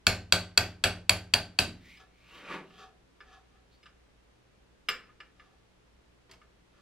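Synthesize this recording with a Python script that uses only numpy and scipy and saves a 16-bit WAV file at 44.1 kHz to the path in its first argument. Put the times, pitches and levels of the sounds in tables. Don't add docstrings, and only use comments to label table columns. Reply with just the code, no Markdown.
import sys
import numpy as np
from scipy import signal
from scipy.fft import rfft, irfft
from scipy.io import wavfile
from scipy.ndimage import uniform_filter1d

SR = 44100
rng = np.random.default_rng(int(sys.argv[2]) if len(sys.argv) > 2 else 0)


def persist_wave(psi):
    counts = np.round(np.clip(psi, -1, 1) * 32767).astype(np.int16)
    wavfile.write(sys.argv[1], SR, np.atleast_2d(counts).T)


N = 300321
TIME = np.arange(N) / SR
T = np.arange(int(.7 * SR)) / SR


# frequency in Hz, density in dB per Hz.
AIR_SPECTRUM = [(20, -16), (35, -9), (60, -5), (90, -16), (150, -15), (300, -14), (450, -14.5),
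                (700, -20.5), (1500, -23.5), (3000, -27), (6000, -34.5), (11000, -43), (13000, -51),
                (16000, -60.5)]
# frequency in Hz, likeness (below 0 counts as 0).
AIR_LIKENESS = [(60, 1), (240, -0.2), (950, -0.22), (3770, -0.23), (15000, 0.088)]
# frequency in Hz, level in dB.
HUM_TONES = [(59.5, -71.5), (120, -76.5), (179, -79.5)]

# frequency in Hz, time to fall 60 dB in s.
ROOM_DECAY = [(60, 0.5), (160, 0.72), (420, 0.45), (1100, 0.2279), (2900, 0.2735), (7700, 0.2575),
              (14000, 0.1867)]
# frequency in Hz, level in dB.
ROOM_TONE = [(40, 2.5), (150, 2.5), (350, -0.5), (700, 3), (1200, 0.5), (2500, -7.5), (4500, -6),
             (7500, -8.5), (10500, -4.5), (12800, -5), (14000, -9.5)]
# frequency in Hz, likeness.
ECHO_LIKENESS = [(60, 1), (1000, 0.89), (2400, .88), (4000, 0.37), (6000, .3), (9000, 0.067), (15000, 0.09)]
# frequency in Hz, radians by which left leads.
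PORT_LEAD = [(300, 0), (900, -.08), (2500, -.35), (4700, -.6), (5600, -1.0), (6800, -1.6), (9000, -2.1),
             (12000, -4.1), (16000, -4.1)]

# time at its fastest in s, peak level in dB, speeding up in s, slowing in s, swish centre then in Hz.
GLOVE_SLIDES = [(1.909, -53.5, .16, .13, 2120), (2.375, -54.5, 0.24, 0.1, 3050),
                (2.80, -60.5, 0.24, 0.071, 3400), (3.738, -66, .04, 0.051, 4440)]
# frequency in Hz, density in dB per Hz.
GLOVE_SPECTRUM = [(300, -26), (1500, -11), (2200, 1), (4000, -1), (6500, -10), (14000, -17)]
# time at its fastest in s, peak level in dB, speeding up in s, running down in s.
RING_SPINS = [(2.37, -56.5, 0.18, 0.13), (2.525, -39, 0.12, .11)]
# frequency in Hz, density in dB per Hz.
RASP_SPECTRUM = [(100, -37), (175, -5.5), (250, -13), (320, -6), (430, -9), (750, -14), (1050, -6.5),
                 (1700, -7.5), (2550, -8), (3300, -16), (5500, -27.5), (12400, -39), (15000, -60.5)]
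# time at its fastest in s, peak level in dB, speeding up in s, slowing in s.
RING_TURNS = [(2.004, -57.5, .025, .07), (2.83, -52, 0.14, 0.073), (3.338, -57.5, 0.14, 0.1),
              (3.56, -69, .055, .055), (5.425, -66.5, 0.094, 0.19), (6.79, -67, 0.097, 0.13)]
# frequency in Hz, nominal width in Hz, level in dB.
THREAD_MODES = [(430, 52, -4), (756, 71, 4), (1275, 270, -1), (1700, 116, 0), (2650, 280, -9),
                (3250, 1100, -8.5), (4550, 1250, -16.5), (5800, 730, -21.5)]

# start in s, level in dB, brightness in dB per octave, time it chatters in s.
MESH_FLICKS = [(6.293, -12.5, -7, 0.0086), (6.3127, -2.5, -0.5, 0.0029), (6.323, -11, -3, 0.0035),
               (6.336, -10, -5, 0.0045)]
# frequency in Hz, level in dB, time to fall 60 dB in s.
MESH_MODES = [(1564, -62, 0.051), (2284, -59, .06), (3200, -53, 0.055), (4610, -52, 0.042),
              (5150, -49, 0.057), (6300, -57, .05), (8300, -62, .05), (12900, -66, .08)]
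# start in s, level in dB, brightness in dB per octave, time it chatters in s.
RING_KNOCKS = [(1.971, -31, 8.5, 0.0045), (2.704, -36.5, 0, 0.006), (3.204, -26, -2.5, 0.0075),
               (3.829, -32.5, 7, 0.01), (3.857, -28, 1, 0.0096), (4.886, -1.5, 0.5, 0.0044),
               (4.8884, -0.5, 1.5, 0.00085), (4.900, -13.5, 3, 0.0042), (4.924, -19, 3, 0.0046),
               (5.090, -41, -6, 0.014), (5.203, -22, -1, 0.0055), (5.397, -31, -2.5, 0.0063),
               (6.415, -36.5, -2.5, 0.005)]
# frequency in Hz, level in dB, time to fall 60 dB in s.
RING_MODES = [(299, -62, 0.084), (412, -51, 0.14), (518.3, -49.5, 0.17), (1232, -30.5, 0.035),
              (1375, -49, 0.036), (1722, -32.5, 0.083), (2114, -36, 0.042), (2340, -41.5, 0.27),
              (2812, -30, 0.025), (3502, -38, .04), (5050, -32.5, 0.049), (5250, -51, 0.11),
              (7300, -47, 0.17), (7980, -46.5, 0.068), (8850, -45, 0.056), (13380, -42, 0.085)]
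# frequency in Hz, density in dB per Hz.
RING_CONTACT = [(150, -29), (300, -10.5), (500, -21), (800, -20), (1350, 2.5), (2800, 2.5), (4200, -8),
                (5200, -4), (6300, -19), (9000, -18.5), (11000, -38), (13400, -20), (15000, -37)]

# frequency in Hz, level in dB, time to fall 60 dB in s.
BENCH_MODES = [(45, -44, .55), (81, -38, .65), (100, -33, .52), (178, -39.5, .64), (235, -54, .45),
               (312, -49, .55)]
# frequency in Hz, level in dB, time to fall 60 dB in s.
VISE_MODES = [(398, -42, .38), (524, -42, .28), (580, -43, .28), (635, -39, .3), (709, -37, .19),
              (744, -43, .34), (834, -47, .35), (901, -44, .24), (1200, -41, .25), (1539, -38, .33),
              (1600, -45, .3), (1717, -42, .2), (2195, -43, .24), (2299, -43, .24), (2505, -41, .25),
              (2653, -42, .26), (3335, -41, .22), (3628, -46, .21), (4447, -45, .27), (4562, -39, .28),
              (4620, -44, .24)]
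# frequency in Hz, density in dB per Hz.
BODY_SPECTRUM = [(20, -12.5), (60, 6.5), (100, -6), (160, 0.5), (260, -5), (460, -7.5), (620, 3),
                 (1000, -7.5), (1600, -4.5), (3000, -8.5), (5000, -16), (12000, -45)]
# frequency in Hz, level in dB, time to fall 60 dB in s.
WRENCH_MODES = [(1527, -23, 0.017), (2265, -21.5, 0.0075), (2540, -18, 0.014), (2770, -22.5, 0.014),
                (3208, -20, 0.018), (4004, -21, .008), (4390, -20.5, 0.005), (4592, -14, 0.0082),
                (4740, -24, 0.025), (5780, -31.5, .008), (7010, -24.5, 0.0067), (7730, -25.5, 0.0095)]
# frequency in Hz, density in dB per Hz.
STEEL_CRACK = [(40, -10), (250, -2), (650, -3), (1000, -7), (1800, 2.5), (4500, 2), (5800, -4.5),
               (8000, -3.5), (10000, -8.5), (13000, -12), (16000, -20.5)]
# start in s, force in dB, brightness in dB per octave, time the wrench chatters in s,
# lowest bending mode in dB, vise in dB, bench in dB, room in dB.
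HAMMER_BLOWS = [(.0680, 1.5, 1, 0.0022, 8, 1.5, 1.5, -0.5), (0.3235, 1.5, 2, 0.0023, 5, 1.5, -0.5, -1),
                (0.5758, 1.5, 2, 0.0036, -0.5, 0.5, -2, -4.5), (0.8393, -3.5, 1, 0.0028, 4.5, 5, 4.5, 2.5),
                (1.0944, 2, 2.5, 0.0028, -1, -1, -0.5, -3.5), (1.338, 0.28, 2, 0.0039, -5.5, 0.5, -3.5, -4),
                (1.5885, -1.5, 0, 0.0025, -5, 1, 1, 1.5)]


def amp(db):
    return 10 ** (np.asarray(db) / 20)


def unit(x):
    return x / np.sqrt(np.mean(x ** 2) + 1e-20)


def read(points, hz):
    f, value = np.transpose(points)
    return np.interp(np.log(hz + 1), np.log(f + 1), value)


def add(mix, s, sound):
    part = mix[:, round(s * SR):][:, :sound.shape[-1]]
    part += sound[..., :part.shape[1]]


def colour(x, spectrum):
    n = x.shape[-1]
    gain = amp(read(spectrum, np.fft.rfftfreq(n, 1 / SR)))
    return irfft(rfft(x) * gain, n)


def noise_pair(size, likeness):
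    a, b = rfft(rng.standard_normal((2, size)))
    alike = np.clip(read(likeness, np.fft.rfftfreq(size, 1 / SR)), 0, 1)
    mid = a * np.sqrt((1 + alike) / 2)
    side = b * np.sqrt((1 - alike) / 2)
    return irfft(np.array([mid + side, mid - side]), size)


def resonate(x, hz, width):
    turn = np.exp(2j * np.pi * np.cumsum(hz * np.ones(len(x))) / SR)
    r = np.exp(-np.pi * width / SR)
    smoothed = signal.lfilter([1 - r], [1, -r], x / turn)
    return 2 * (turn * smoothed).real


def ring(modes, bright_db=0, chatter=0, rise_s=.0002, scatter_db=1, detune=.002):
    hz, db, t60 = np.transpose(modes)[:, :, None]
    size, shift = rng.standard_normal((2, len(modes), 1))
    start_db = db + scatter_db * size + bright_db * np.log2(hz / 3000)
    level_db = start_db - 60 * np.maximum(T - chatter, 0) / t60
    sign = (-1) ** np.arange(len(modes))[:, None]
    swing = np.sin(2 * np.pi * hz * (1 + detune * shift) * T)
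    return (sign * amp(level_db) * swing).sum(0) * (1 - np.exp(-T / rise_s))


def crack(spectrum, bright_db, chatter, t60):
    tilted = [(hz, db + bright_db * np.log2(max(hz, 1000) / 3000)) for hz, db in spectrum]
    noise = unit(colour(rng.standard_normal(len(T)), tilted))
    return noise * amp(-60 * np.maximum(T - chatter, 0) / t60)


def friction(per_s, spread_db, clump_db=1.0, clump_s=0.016):
    size = amp(spread_db * np.minimum(rng.exponential(1, N), 4))
    drift = uniform_filter1d(rng.standard_normal(N), int(clump_s * SR) + 1)
    clumps = amp(clump_db * unit(drift))
    sign = rng.choice([-1, 1], N)
    slips = rng.random(N) < per_s / SR
    return sign * size * clumps * slips


def stroke(s, db, rise_s, fall_s, edge_db=20.5, curve=1.27):
    away = np.maximum((s - TIME) / rise_s, (TIME - s) / fall_s)
    return amp(db - edge_db * np.minimum(away, 10) ** curve)


def workshop(air_db=-64.5, waver=0.44):
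    out = amp(air_db) * unit(colour(noise_pair(N, AIR_LIKENESS), AIR_SPECTRUM))
    for hz, db in HUM_TONES:
        steady = np.sin(2 * np.pi * hz * TIME)
        wavering = unit(resonate(rng.standard_normal(N), hz, width=5.4))
        out = out + amp(db) * unit(steady + waver * wavering)
    return out


def room_tail(build_s=0.0014, early_db=3, early_s=0.011):
    hz, t, z = signal.stft(noise_pair(len(T), ECHO_LIKENESS), SR, nperseg=256)
    decay = amp(-60 * t / read(ROOM_DECAY, hz)[:, None])
    tail = signal.istft(z * decay, SR, nperseg=256)[1][:, :len(T)]
    tail = colour(tail / np.linalg.norm(tail[0]), ROOM_TONE)
    build = 1 - np.exp(-(T / build_s) ** 2)
    return tail * build * amp(early_db * np.exp(-T / early_s))


def echo(x, tail):
    return signal.fftconvolve(x[None], tail, axes=1)[:, :len(x)]


def glove(hiss_db=-2, climb=2.2):
    rub, out = colour(friction(per_s=2500, spread_db=1.5), GLOVE_SPECTRUM), np.zeros(N)
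    for s, db, rise_s, fall_s, hz in GLOVE_SLIDES:
        centre_hz = hz * 2 ** (climb * np.clip(TIME - s, -rise_s, fall_s))
        swish = unit(resonate(rub, centre_hz, width=350))
        out += stroke(s, db, rise_s, fall_s) * unit(swish + amp(hiss_db) * unit(rub))
    return out


def spinning_ring():
    rasp = unit(colour(friction(per_s=5000, spread_db=1.5), RASP_SPECTRUM))
    return sum(stroke(*row) for row in RING_SPINS) * rasp


def grinding_thread():
    slips, grind = friction(per_s=4700, spread_db=4.0), np.zeros(N)
    for hz, width, db in THREAD_MODES:
        once = resonate(slips, hz, 1.35 * width)
        grind += amp(db) * resonate(once, hz, 1.35 * width)
    return sum(stroke(*row) for row in RING_TURNS) * unit(grind)


def unscrewing(room_db=-2, direct_db=-2):
    close = spinning_ring() + grinding_thread() + glove()
    return amp(direct_db) * close + amp(room_db) * echo(close, room_tail())


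def mesh_disc(crack_db=-49.0, ring_db=-7, room_db=1):
    out, tail = np.zeros((2, N)), room_tail()
    for s, db, bright_db, chatter in MESH_FLICKS:
        tick = amp(ring_db) * ring(MESH_MODES, bright_db, chatter)
        tick += amp(crack_db) * crack(STEEL_CRACK, bright_db, chatter, t60=0.04)
        add(out, s, amp(db) * (tick + amp(room_db) * echo(tick, tail)))
    return out


def loose_ring(crack_db=-27, room_db=0, vise_db=-44, contact_hz=15000, softer_db=16.5):
    out, tail = np.zeros((2, N)), room_tail()
    for s, db, bright_db, chatter in RING_KNOCKS:
        knock = ring(RING_MODES, bright_db, chatter, rise_s=0.00041, scatter_db=2.0, detune=0.0048)
        knock += amp(crack_db) * crack(RING_CONTACT, bright_db, chatter, t60=0.043)
        knock += amp(vise_db) * crack(RING_CONTACT, bright_db - 8, chatter, t60=0.39)
        top_hz = contact_hz * 2 ** (db / softer_db)
        knock = signal.lfilter(*signal.butter(2, top_hz, fs=SR), knock)
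        add(out, s, amp(db) * (knock + amp(room_db) * echo(knock, tail)))
    return out


def bench_thud():
    return ring(BENCH_MODES, rise_s=0.0059, scatter_db=-1.0, detune=0.0072)


def vise_ring(body_db=-32, body_t60=0.33, body_rise_s=.005):
    modes = ring(VISE_MODES, rise_s=0.0037, scatter_db=0.5, detune=0.0014)
    body = crack(BODY_SPECTRUM, 0, 0, body_t60) * (1 - np.exp(-T / body_rise_s))
    return modes + amp(body_db) * body


def wrench_ring(bright_db, chatter, bend_db):
    bend = ring(WRENCH_MODES[:1], 0, chatter, rise_s=.0003, scatter_db=3.5, detune=0.01007)
    upper = ring(WRENCH_MODES[1:], bright_db, chatter, rise_s=.00011, scatter_db=-1.34, detune=.012)
    return amp(bend_db) * bend + upper


def hammer(crack_db=-20, room_db=-1, spray_db=-14, touch_db=-2, touch_s=0.000073, shared=.5):
    out, usual = np.zeros((2, N)), room_tail()
    touch = amp(touch_db) * (1 - T / touch_s) * np.exp(-T / touch_s)
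    for s, force_db, bright_db, chatter, bend_db, vise_db, bench_db, wet_db in HAMMER_BLOWS:
        steel = wrench_ring(bright_db, chatter, bend_db)
        clack = touch + steel + amp(crack_db) * crack(STEEL_CRACK, bright_db, chatter, t60=.012)
        direct = clack + amp(vise_db) * vise_ring() + amp(bench_db) * bench_thud()
        thrown = steel + amp(spray_db) * crack(STEEL_CRACK, bright_db, chatter, t60=0.0091)
        tail = np.sqrt(shared) * usual + np.sqrt(1 - shared) * room_tail()
        add(out, s, amp(force_db) * (direct + amp(wet_db + room_db) * echo(thrown, tail)))
    return out


def scene():
    work = hammer() + loose_ring() + mesh_disc() + unscrewing()
    lead = read(PORT_LEAD, np.fft.rfftfreq(N, 1 / SR))
    shifted = rfft(work) * np.exp(.5j * np.array([lead, -lead]))
    return irfft(shifted, N) + workshop()


def record(dry, ceiling=0.9, edge_hz=16000):
    rounded = ceiling * np.tanh(dry / ceiling)
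    lowpass = signal.firwin(255, edge_hz, window=("kaiser", 9), fs=SR)
    return signal.oaconvolve(rounded, lowpass[None], "same", axes=1)


dry = scene()
out = record(dry)
persist_wave(out)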